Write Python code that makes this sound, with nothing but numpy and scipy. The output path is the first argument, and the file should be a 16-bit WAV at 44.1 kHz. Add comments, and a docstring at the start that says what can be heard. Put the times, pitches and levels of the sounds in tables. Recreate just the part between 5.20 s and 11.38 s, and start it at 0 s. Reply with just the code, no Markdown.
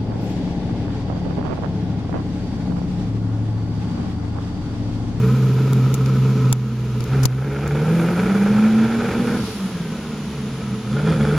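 """A V12 sports car creeps away up a street, with uneven firings booming in the mufflers and rasping in the
tailpipes over the hiss of traffic. Pops and the hand-held camera's handling clicks follow, and gain control
ducks after sharp treble peaks. The car then revs, lifts off with a rush of air and a gear whine, and picks up
again near a thin whistle. Pulses, sines and noise drive the exhaust; coloured noise makes the street and clicks."""
import sys
import numpy as np
from scipy import signal
from scipy.fft import rfft, irfft
from scipy.io import wavfile
from scipy.ndimage import uniform_filter1d

SR = 44100
rng = np.random.default_rng(int(sys.argv[2]) if len(sys.argv) > 2 else 0)


def transcribe(u):
    """Save the signal u as a 16-bit wav file named by the first command-line argument.

    u: samples, shape (n,) or (channels, n), limited to [-1, 1]; the rate is SR.
    q: integer samples, one column per channel.
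    """
    v = np.clip(np.atleast_2d(u).T, -1, 1)
    q = np.round(v * 32767).astype(np.int16)
    wavfile.write(sys.argv[1], SR, q)


N = 272516
TIME = np.arange(N) / SR  # s
BINS = np.fft.rfftfreq(N, 1 / SR)  # Hz

# Mean engine speed. Each row: time in seconds, firing rate of one cylinder bank in Hz.
BANK_FIRING_HZ = [(0, 125.4), (.2, 130.3), (.35, 127.5), (.47, 133.8), (.6, 127.8), (.72, 131.7),
                  (1.1, 130.6), (1.4, 126.1), (1.87, 123.5), (1.96, 134.7), (2.1, 126.3), (2.38, 142.3),
                  (2.52, 143.7), (2.63, 150.9), (2.72, 164.3), (2.95, 175.3), (3.1, 192.7), (3.5, 217.8),
                  (3.85, 234.5), (4.17, 241.4), (4.42, 193.1), (4.65, 162.9), (5.27, 136), (5.68, 120.5),
                  (5.89, 163.2), (6.02, 140.7), (6.18, 155.2)]
# Driver and engine state. Each row: start in seconds, glide in seconds, throttle 0-1, muffler boom in dB,
# lope at half the firing rate in dB, clarity of the overtones in dB, drone in dB; levels before trims.
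PEDAL_MOVES = [(0, 0.11, 0.54, -20.5, -11, -2, -21), (0.501, 0.43, 0.5, -22, -4, -1, -10),
               (1.35, 0.093, 0.26, -22, 0, -17, -20), (1.86, 0.039, 0.67, -27, 7, 2, -28),
               (2.08, 0.063, 0.68, -25, 5, 1, -20), (2.2, 0.24, 0.99, -26, 7, -0.5, -28),
               (2.62, 0.12, 0.94, -24, 0, 3, -24), (2.95, 0.088, 0.99, -20, -1, -2.5, -35),
               (3.35, 0.16, 0.9, -30.5, 5.5, -13.5, -22), (3.75, 0.11, 1, -22, -4, -3.5, -11),
               (4.17, 0.086, 0.15, -22.5, 10, -12, -21), (4.28, 0.089, 0.05, -29, -5, 1, -20),
               (4.58, 0.12, 0, -25.5, -12, -2, -10), (4.97, 0.16, 0, -25.5, -4, -8.5, 1),
               (5.25, 0.056, 0, -25, -5, -4, -6.5), (5.63, 0.19, 1, -20.5, 6, -9.5, -2)]
# Strength of the twelve firings of one engine cycle. One column: signed factor.
CYLINDER_STRENGTH = [0.25, -0.29, 0.68, 0.89, -0.22, 0.23, 0.2, 0.41, -0.33, -0.36, 0.36, 0.014]
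# Overtones of the note. Each row: multiple of the bank firing rate, muffler level in dB, tailpipe level in dB.
OVERTONES = [(1 / 2, -1, -9), (3 / 2, -10.5, -17), (2, -2, -5), (3, -28, -5.5)]
# Resonances that pick out an overtone as it sweeps by. Each row: frequency in Hz, gain in dB.
OVERTONE_GAIN_DB = [(60, -24), (110, -3), (122, 8.5), (200, -8), (270, 0), (305, -6), (338, 3), (375, -11),
                    (425, 5), (450, 2.5), (480, -6), (535, -9), (700, -28)]
# Main tailpipe mode. One row: frequency in Hz, width in Hz, gain in dB.
PIPE_MODE = (450, 24, 10)
# Exhaust tuning. Each row: bank firing rate in Hz, note level at full throttle in dB.
NOTE_TUNING_DB = [(118, -17), (128, -10), (136, -13.5), (146, -17), (166, -14.5), (178, -19), (204, -14.5),
                  (220, -11.5), (229, -15), (242, -22.5)]
# Dips and surges of the note. Each row: centre in seconds, half length in seconds, change in dB.
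NOTE_SURGES = [(1.887, 0.021, -12), (2.37, 0.2, -4), (2.534, 0.027, 4.5), (3.612, 0.02, 2),
               (3.905, 0.082, -9), (4.003, 0.019, 4.5), (4.296, 0.11, -15), (4.43, 0.054, 13),
               (4.547, 0.021, 9), (4.61, 0.0087, 10), (5.688, 0.066, -7)]
# Muffler resonance. Each row: frequency in Hz, gain in dB.
MUFFLER_DB = [(25, -29.5), (50, -26), (68, -8), (100, -20), (150, -15), (172, -5), (195, -3.5), (218, 2.5),
              (260, -12.5), (310, -12), (380, -29), (435, -9), (490, -21.5), (600, -46), (1500, -64),
              (8000, -100)]
# Tailpipe body. Each row: frequency in Hz, gain in dB.
PIPE_BODY_DB = [(40, -21.5), (85, -13), (125, 9), (180, -4), (260, -2.5), (335, 3), (380, -8), (435, 4),
                (490, -3), (530, -3.5), (580, -14), (690, -20.5), (900, -20.5), (2000, -46.5), (8000, -87)]
# Tailpipe ring on a light throttle. Each row: frequency in Hz, gain in dB.
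PIPE_SOFT_DB = [(200, -17.5), (380, -3.5), (440, 10), (520, -7.5), (680, -22.5), (780, -11), (1000, 0.5),
                (1120, -9.5), (1285, 5), (1400, 0), (1600, -13), (1950, -21.5), (2350, -7.5), (3000, -21),
                (9000, -26), (16000, -82)]
# Tailpipe ring on an open throttle. Each row: frequency in Hz, gain in dB.
PIPE_RASP_DB = [(200, -24.5), (500, 4), (690, -2.5), (780, 3.5), (950, -1.5), (1130, -7.5), (1330, 5),
                (1620, -1.5), (1950, -9), (2350, -3.5), (2950, -18.5), (4200, -29), (9000, -34),
                (16000, -71)]
# Metallic tailpipe buzz under load. Each row: frequency in Hz, gain in dB.
BUZZ_COLOUR_DB = [(1000, -30), (2000, -12.5), (2350, -7), (2900, -7.5), (3400, 6.5), (3900, -6.5),
                  (4700, -4.5), (6000, -15), (9000, -18), (16000, -44)]
# Standing waves in the exhaust. Each row: frequency in Hz, dB with the throttle shut, dB at full throttle.
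DRONE_MODES = [(207.7, -27, -24.5), (435, -53, -31.5), (522, -49, -38)]
# Street wash. Each row: frequency in Hz, gain in dB.
WASH_COLOUR_DB = [(20, -2), (60, 20.5), (200, 24.5), (600, 12.5), (1000, 12), (1800, 7.5), (3000, 6.5),
                  (4500, 1.5), (7000, -2.5), (9000, -27), (15000, -21)]
# Wash treble from all sides. Each row: frequency in Hz, gain in dB.
DIFFUSE_COLOUR_DB = [(100, -12), (1200, -6.5), (3000, 2.0), (7000, -3.5), (10000, -46), (15000, -29)]
# Breeze at the microphones. Each row: frequency in Hz, gain in dB.
BREEZE_COLOUR_DB = [(10, -10), (30, 4), (70, 21), (200, -15), (1000, -50)]
# High sizzle. Each row: frequency in Hz, gain in dB.
SIZZLE_COLOUR_DB = [(3000, -49), (7000, -1.5), (9000, 4), (10000, 7.5), (11500, 1), (14000, -4),
                    (16000, -38)]
# Sizzle over time. Each row: time in seconds, level before trims in dB.
SIZZLE_LEVEL_DB = [(0, -58.5), (1.3, -60), (1.6, -60.5), (2.0, -57.5), (2.55, -56), (2.8, -51.5),
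                   (3.7, -55), (4.3, -48), (4.6, -55.5), (5.65, -58), (6.18, -50.5)]
# Hard firings. Each row: start in seconds, level before colour and trim in dB, bright ring against thud in dB.
POP_EVENTS = [(.384, -24, -4), (0.475, -31, 1), (.661, -26, 1.5), (.94, -32, 2), (1.933, -20.5, -3),
              (4.849, -35, 6), (5.417, -24.5, -20), (5.673, -34, 7), (5.766, -24.5, 4), (5.791, -26, 2),
              (5.922, -26, -1), (6.111, -28.5, 3), (6.128, -29, 4), (6.162, -27.5, 4.5)]
# Dull thud of a pop. Each row: frequency in Hz, gain in dB.
POP_THUD_DB = [(100, -20), (300, -1), (440, 8), (600, 4), (850, 2.5), (1100, -9), (1700, -16), (2300, -11),
               (4000, -17), (16000, -63)]
# Bright ring of a pop. Each row: frequency in Hz, gain in dB.
POP_RING_DB = [(600, -32), (1100, -5.5), (1250, 11.5), (1420, 12), (1600, -4), (2000, -18), (8000, -48)]
# Handling clicks. Each row: start in seconds, level before colour in dB, rise in seconds, decay in seconds,
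# brightness in dB per octave above 3 kHz.
CLICK_EVENTS = [(.532, -20, 0.00023, 0.0014, 6), (0.7414, -21.5, 0.00016, 0.006, 4.5),
                (0.8602, -30.5, 0.00018, 0.0016, -2), (1.3271, -6, 0.000097, 0.0021, 4.5),
                (1.806, -31, 0.00012, 0.0023, -2), (1.8408, -25.5, 0.0003, 0.0011, 6),
                (2.031, -25, 0.0053, 0.0047, 1.5), (2.0543, -6.5, 0.0001, 0.0011, 3),
                (2.055, -11.5, 0.00082, 0.0029, -1), (2.477, -28, 0.0002, 0.002, 2)]
# Click colour. Each row: frequency in Hz, gain in dB.
CLICK_COLOUR_DB = [(100, 25), (400, 7), (900, 6), (2200, 0.5), (3500, 1.5), (5000, 6), (6800, 7),
                   (9000, -3), (10500, 3.5), (12500, -5), (16000, -9)]
# Camera housing modes, rung by every click. Each row: frequency in Hz, gain in dB, decay in seconds.
HOUSING_MODES = [(910, -11.5, 0.0026), (2210, -15.5, .003), (3600, -13, 0.0027)]
# Engine stumbles. 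Each row: centre in seconds, half length in seconds, low sound in dB, rasp in dB.
STUMBLE_EVENTS = [(1.855, 0.0092, -2, -6), (2.406, 0.0068, -4, -2), (2.495, 0.013, -2.5, -7),
                  (2.654, 0.005, -13, -3), (2.798, .01, 1, 1.5), (2.964, 0.0069, -1.5, 2.5),
                  (3.022, .015, -2.5, 2), (3.193, 0.017, -3, -2.5), (3.679, 0.015, -4.5, -2.5),
                  (4.362, 0.023, -3.5, -6), (4.59, 0.0095, -12, -2), (4.815, 0.015, -4, -14),
                  (5.626, 0.016, -5, 1), (5.821, 0.017, -9, -5), (5.986, 0.0081, -5, -10)]
# Rush of air as the throttle shuts. One row: peak in seconds, peak level in dB, fade to either side in dB per s.
RUSH_SWELL = (4.27, -38, 52)
# Rush colour. Each row: frequency in Hz, gain in dB.
RUSH_COLOUR_DB = [(500, -23), (1500, -4), (3500, 6), (5500, 7), (8000, -18), (16000, -21)]
# Gear whine on the overrun. One row: peak in seconds, peak level in dB, fade to either side in dB per second.
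WHINE_SWELL = (4.72, -48, 22)
# Thin high whistle. One row: peak in seconds, peak level in dB, fade to either side in dB per second.
WHISTLE_SWELL = (5.55, -57.5, 11)

START_M, SPEED_M_PER_S, ACCEL_M_PER_S2 = 8.9, 1.6, 0.41  # the car's path away from the camera
LOSS_DB_PER_DOUBLING = 1.5  # the street channels the low sound
SIZZLE_DULLING_DB = 10  # the sizzle's top dulls as time passes, on the same curve as doublings()
NOTE_THROTTLE_DB = 15  # lost when the throttle shuts
RASP_SHUT_DB, RASP_THROTTLE_DB = -39.5, 12  # before trims; what full throttle adds
EVEN_TRADE_DB_PER_DB = 0.3  # pipe noise lost as even firing lifts the overtones
LUMP_DB, LUMP_FIRINGS = 1, 9.7  # creeping, the engine throbs about once in so many firings of a bank
CRACK_DB = -2.5  # sharp front of each firing against its turbulent puff
REPEAT_SHARE = 0.21  # power share of gas noise that repeats every engine cycle
FLUTTER_DB, FLUTTER_HZ = 1.5, 40  # drive and rate of the uneven bursts of rasp
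# the buzz stands out more as the car gets further up the street
BUZZ_SHUT_DB, BUZZ_THROTTLE_DB, BUZZ_DB_PER_DOUBLING = -66, 13, 6.5
WASH_BASE_DB, WASH_DB_PER_OCTAVE = -44, 2.5  # before trim; rise with engine speed
POP_DECAY_S = 0.0039
EDGE_HZ = 16200


def amp(db):
    """Decibels to gain."""
    return 10 ** (np.asarray(db) / 20)


def unit(x):
    """Scales to rms 1."""
    return x / np.sqrt(np.mean(x ** 2) + 1e-20)


def read(points, hz):
    """Level of a spectrum at the given frequencies, dB."""
    point_hz, db = np.transpose(points)
    return np.interp(np.log(hz + 1), np.log(point_hz), db)


def curves(rows):
    """Each column of a table as a curve over time."""
    s, *columns = np.transpose(rows)
    return [np.interp(TIME, s, column) for column in columns]


def colour(x, points):
    """Causal (minimum-phase) filter with the given spectrum: each pulse rings after it lands."""
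    log_gain = np.log(amp(read(points, BINS)))
    mirrored = np.r_[log_gain, log_gain[-2:0:-1]]
    phase = -signal.hilbert(mirrored).imag[:len(BINS)]
    return irfft(rfft(x) * np.exp(log_gain + 1j * phase), N)


def waver(rate_hz):
    """Slow random motion of rms 1."""
    return unit(irfft(rfft(rng.standard_normal(N)) * np.exp(-(BINS / rate_hz) ** 2), N))


def pair(side_db):
    """White noise at two microphones, partly shared."""
    mid, side = rng.standard_normal((2, N))
    return np.array([mid + amp(side_db) * side, mid - amp(side_db) * side])


def swell(s, peak_db, fade_db_per_s):
    """Gain of a sound that grows to a peak and fades again."""
    return amp(peak_db - fade_db_per_s * abs(TIME - s))


def doublings():
    """How many times the distance has doubled as the car gathers speed."""
    travelled_m = SPEED_M_PER_S * TIME + ACCEL_M_PER_S2 * TIME ** 2 / 2
    return np.log2(1 + travelled_m / START_M)


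def pedal():
    """Throttle, boom, lope, clarity and drone over time: each move glides to its new state and stays there."""
    moves = np.array(PEDAL_MOVES)
    state = moves[0, 2:, None] * np.ones(N)
    for (s, glide_s), step in zip(moves[1:, :2], np.diff(moves[:, 2:], axis=0)):
        state = state + step[:, None] * np.clip((TIME - s) / glide_s, 0, 1)
    return np.clip(state[0], 0, 1), *state[1:]


def note_level(hz, throttle):
    """The note follows the throttle and the exhaust's tuning, with brief dips and surges, dB."""
    surges_db = sum(db * np.exp(-((TIME - s) / half_s) ** 2) for s, half_s, db in NOTE_SURGES)
    return read(NOTE_TUNING_DB, hz) + NOTE_THROTTLE_DB * (np.sqrt(throttle) - 1) + surges_db


def exhaust_note(hz, turns, note_db, boom_db, rasp_db, lope_db, clarity_db):
    """The steady part of the firing: a strong fundamental and overtones that swell in the resonances."""
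    flutter = 0.091 + 0.37 / (1 + amp(note_db + 26.5) ** 2)  # the weak note stumbles more
    note = amp(note_db) * np.sin(2 * np.pi * turns) * (1 + flutter * waver(rate_hz=21))
    mode_hz, width_hz, mode_db = PIPE_MODE
    even = np.clip(0.5 + clarity_db / 2, 0, 1)  # only even firing builds up the pipes' mode
    for multiple, muffler_db, pipe_db in OVERTONES:
        line_hz = multiple * hz
        ring_db = even * mode_db / (1 + ((line_hz - mode_hz) / (width_hz / 2)) ** 2)
        in_muffler = amp(boom_db + muffler_db + read(MUFFLER_DB, line_hz))
        in_pipe = amp(rasp_db + pipe_db + read(OVERTONE_GAIN_DB, line_hz) + ring_db)
        line_db = lope_db if multiple < 1 else clarity_db
        line = amp(line_db) * np.sin(2 * np.pi * (multiple * turns + rng.random()))
        note += np.hypot(in_muffler, in_pipe) * line * (1 + 0.36 * waver(rate_hz=29.0))
    return np.sqrt(2) * note


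def firings(turns, pattern, scatter, slip_s, other_bank):
    """One pulse for each firing, two banks in turn; what sounds is how each departs from the mean."""
    at = np.flatnonzero(np.diff(np.floor(2 * turns)) > 0)
    chance, late = rng.standard_normal((len(at), 2)).T
    size = pattern[at] * np.resize(CYLINDER_STRENGTH, len(at)) + scatter * np.tanh(chance)
    landing = np.clip(at + np.round(late * slip_s * SR).astype(int), 0, N - 1)
    pulses = np.zeros(N)
    pulses[landing] = size * np.resize([1, other_bank], len(at))
    return pulses


def turbulence(turns, size=1024):
    """Gas noise, partly fresh and partly repeating with the engine cycle, so its grain glides with the revs."""
    cycle = np.interp(turns / 6, np.arange(size) / size, rng.standard_normal(size), period=1)
    return np.sqrt(REPEAT_SHARE) * unit(cycle) + np.sqrt(1 - REPEAT_SHARE) * rng.standard_normal(N)


def tailpipe_gas(turns, pulses):
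    """Each firing lets out a sharp front and a short turbulent puff, the strong ones more."""
    puffs = unit(signal.lfilter([1], [1, -np.exp(-1 / (0.002 * SR))], abs(pulses) ** 0.45))
    fronts = np.sqrt(np.sqrt(abs(pulses)))  # nearly alike from firing to firing
    throb = 1 + 0.23 * np.cos(2 * np.pi * turns)  # one bank is the louder
    gas = throb * (unit((0.47 + puffs) * turbulence(turns)) + amp(CRACK_DB) * unit(fronts))
    return gas * unit(amp(FLUTTER_DB * np.tanh(waver(rate_hz=FLUTTER_HZ)) * 2))


def tailpipe_rasp(gas, throttle, rasp_db):
    """Gas rings the pipes; the rasp broadens and brightens as the throttle opens."""
    wide = np.clip((throttle - .5) / 0.22, 0, 1)
    mix = wide * unit(colour(gas, PIPE_RASP_DB)) + (1 - wide) * unit(colour(gas, PIPE_SOFT_DB))
    return amp(rasp_db - 1.75) * mix


def buzz(gas, throttle):
    """Metallic tailpipe buzz driven by the gas, louder under load."""
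    level_db = BUZZ_SHUT_DB + BUZZ_THROTTLE_DB * throttle + BUZZ_DB_PER_DOUBLING * doublings()
    return amp(level_db) * unit(colour(gas, BUZZ_COLOUR_DB))


def drone(throttle, drone_db):
    """Standing waves in mufflers and pipes hold their pitch whatever the engine speed."""
    out = np.zeros(N)
    for hz, shut_db, open_db in DRONE_MODES:
        level_db = drone_db + shut_db + (open_db - shut_db) * throttle
        level = amp(level_db) * (1 + 0.5 * waver(rate_hz=7.9))
        out += level * np.sqrt(2) * np.sin(2 * np.pi * hz * TIME + 0.96 * waver(rate_hz=13.0))
    return out


def exhaust():
    """Note, boom, body, whine, gas and buzz share one engine phase; drone pitches and pop times are fixed."""
    hz = curves(BANK_FIRING_HZ)[0] * (1 + .005 * waver(rate_hz=10))  # the engine hunts a little
    turns = np.cumsum(hz) / SR  # firings of one bank
    throttle, boom_db, lope_db, clarity_db, drone_db = pedal()
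    loss_db = LOSS_DB_PER_DOUBLING * doublings()
    note_db = note_level(hz, throttle) - loss_db
    creeping = np.exp(-((throttle - .38) / 0.56) ** 2)
    lump_db = LUMP_DB * creeping * np.cos(2 * np.pi * turns / LUMP_FIRINGS + 1.2 * waver(rate_hz=2.4))
    boom_db = boom_db - loss_db + lump_db + 0.53 * waver(rate_hz=10.0)
    rasp_db = RASP_SHUT_DB + RASP_THROTTLE_DB * throttle - loss_db + 0.59 * lump_db + 0.27 * waver(rate_hz=66)

    note = exhaust_note(hz, turns, note_db, boom_db, rasp_db, lope_db, clarity_db)
    pulses = firings(turns, amp(clarity_db / 2), scatter=1.29, slip_s=.00018, other_bank=0.87) / np.sqrt(hz)
    boom = amp(boom_db - 3.5) * unit(colour(pulses, MUFFLER_DB))
    body_db = rasp_db + 3.0 - EVEN_TRADE_DB_PER_DB * np.maximum(clarity_db, 0)
    body = amp(body_db) * unit(colour(pulses, PIPE_BODY_DB))
    gas = tailpipe_gas(turns, pulses)
    low_gain, rasp_gain = stumbles()
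    low = low_gain * (note + boom + body + drone(throttle, drone_db)) + gear_whine(turns)
    rasp = rasp_gain * (tailpipe_rasp(gas, throttle, rasp_db) + buzz(gas, throttle)) + pops()
    return low, rasp


def traffic_wash():
    """Noise of tyres and traffic, with the engine's mechanical hiss rising with engine speed; extra treble
    arrives from all sides."""
    hz = curves(BANK_FIRING_HZ)[0]
    wash_db = WASH_BASE_DB + WASH_DB_PER_OCTAVE * np.log2(hz / hz[0])
    wash = colour(pair(side_db=-21), WASH_COLOUR_DB)
    diffuse = colour(rng.standard_normal(N), DIFFUSE_COLOUR_DB)
    return amp(wash_db + 8.5) * unit(wash + np.array([diffuse, -diffuse]))


def high_sizzle():
    """Flickering treble noise whose top grows duller as time passes."""
    flicker = 1 + 0.11 * waver(rate_hz=87)
    noise = unit(colour(pair(side_db=-1.5) * flicker, SIZZLE_COLOUR_DB))
    sizzle = amp(curves(SIZZLE_LEVEL_DB)[0] + 4.0) * noise
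    top = irfft(rfft(sizzle) * np.clip((BINS - 10500) / 2000, 0, 1), N)
    top_gain = amp(9.5 - SIZZLE_DULLING_DB * doublings())
    return (sizzle + (top_gain - 1) * top) * amp([[.7], [-.7]])


def breeze():
    """Low noise of moving air, mostly separate at each microphone."""
    return amp(-62) * unit(colour(pair(side_db=6), BREEZE_COLOUR_DB))


def housefronts(x, t60_s, wet_db):
    """Scattered echoes from houses and parked cars, different at each microphone."""
    t = np.arange(SR // 2) / SR
    sparse = rng.standard_normal((2, len(t))) * (rng.random((2, len(t))) < .03)
    taps = sparse * (t > .008) * amp(-60 * t / t60_s)
    taps /= np.linalg.norm(taps, axis=1, keepdims=True)
    return amp(wet_db) * signal.fftconvolve(np.atleast_2d(x), taps, axes=1)[:, :N]


def pops():
    """A hard firing now and then: a short burst of gas that thuds and rings in the tailpipes."""
    t = np.arange(1024) / SR
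    thud, ring = out = np.zeros((2, N + len(t)))
    for s, db, ring_db in POP_EVENTS:
        start = round(s * SR)
        burst = np.exp(-t / POP_DECAY_S) * rng.standard_normal(len(t))
        out[:, start:start + len(t)] += amp([[db], [db + ring_db]]) * burst
    return amp(7) * (colour(thud[:N], POP_THUD_DB) + colour(ring[:N], POP_RING_DB))


def handling():
    """Short dry snaps, nearer the left microphone, that knock the camera's housing modes."""
    snaps, knocks = np.zeros((2, N)), np.zeros(N)
    t = np.arange(2048) / SR
    knock = sum(amp(db) * np.exp(-t / decay_s) * np.sin(2 * np.pi * hz * t) for hz, db, decay_s in HOUSING_MODES)
    octaves = np.log2(np.maximum(np.fft.rfftfreq(len(t), 1 / SR), 3000) / 7000)
    for s, db, rise_s, decay_s, bright_db in CLICK_EVENTS:
        envelope = (1 - np.exp(-t / rise_s)) * np.exp(-t / decay_s)
        burst = rng.standard_normal((2, len(t))) * envelope
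        snap = irfft(rfft(burst) * amp(bright_db * octaves))
        start = round(s * SR)
        snaps[:, start:start + len(t)] += amp(db) * unit(snap) * np.sqrt(np.mean(envelope ** 2)) / envelope.max()
        knocks[start:start + len(t)] += amp(db) * knock
    return colour(snaps, CLICK_COLOUR_DB) * amp([[3], [-2]]) + knocks


def stumbles():
    """The engine stumbles for a few firings: brief level changes of low sound and rasp, as gains."""
    change_db = np.zeros((2, N))
    for s, half_s, low_db, rasp_db in STUMBLE_EVENTS:
        change_db += np.outer([low_db, rasp_db], np.exp(-((TIME - s) / half_s) ** 2))
    return amp(change_db)


def rush():
    """Hiss of air that swells around the lift-off and arrives from all sides."""
    return swell(*RUSH_SWELL) * unit(colour(pair(side_db=1.5), RUSH_COLOUR_DB))


def gear_whine(turns):
    """A sine at a fixed multiple of the bank firing rate, its phase wavering."""
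    return swell(*WHINE_SWELL) * np.sqrt(2) * np.sin(2 * np.pi * 9.45 * turns + 1.4 * waver(rate_hz=23))


def whistle():
    """Noise through a narrow resonance at 10080 Hz."""
    resonance = 1 / (1 + ((BINS - 10080) / 130) ** 2)
    return swell(*WHISTLE_SWELL) * unit(irfft(rfft(pair(side_db=-5)) * resonance, N))


def scene():
    """The car, its echoes, the street and the camera's own clicks."""
    low, rasp = exhaust()
    car = low * amp([[-.25], [.25]]) + rasp * amp([[-.55], [.55]])
    echoes = housefronts(low, t60_s=0.36, wet_db=-28) + housefronts(rasp, t60_s=0.17, wet_db=-13.0)
    street = traffic_wash() + high_sizzle() + breeze() + whistle()
    return car + echoes + street + handling() + rush()


def record(dry):
    """Gain control that reacts to sharp treble peaks, overload, a notch in the response, and the band limit."""
    treble = signal.sosfilt(signal.butter(2, 4000, "high", fs=SR, output="sos"), dry)
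    power = uniform_filter1d((treble ** 2).mean(0), size=88)
    peak_db = 10 * np.log10(abs(power) + 1e-12)
    recovery_db = 9 * TIME
    wanted_db = np.clip(0.34 * (peak_db + 27.5), 0, 6.7)
    duck_db = np.maximum.accumulate(wanted_db + recovery_db) - recovery_db
    # the gain takes a moment to fall; the unequal constants deepen a steady duck by 12 %
    duck_db = signal.lfilter([1 / (0.0017 * SR)], [1, 1 / (0.0019 * SR) - 1], duck_db)
    overloaded = np.clip(dry * amp(-duck_db), -.62, .62)
    notch = 1 - 0.99 * np.exp(-((BINS - 8250) / 400) ** 2)
    notched = irfft(rfft(overloaded) * notch, N)
    band_limit = signal.firwin(511, EDGE_HZ, window=("kaiser", 9), fs=SR)
    return signal.oaconvolve(notched, band_limit[None], "same")


dry = scene()
out = record(dry)
transcribe(out)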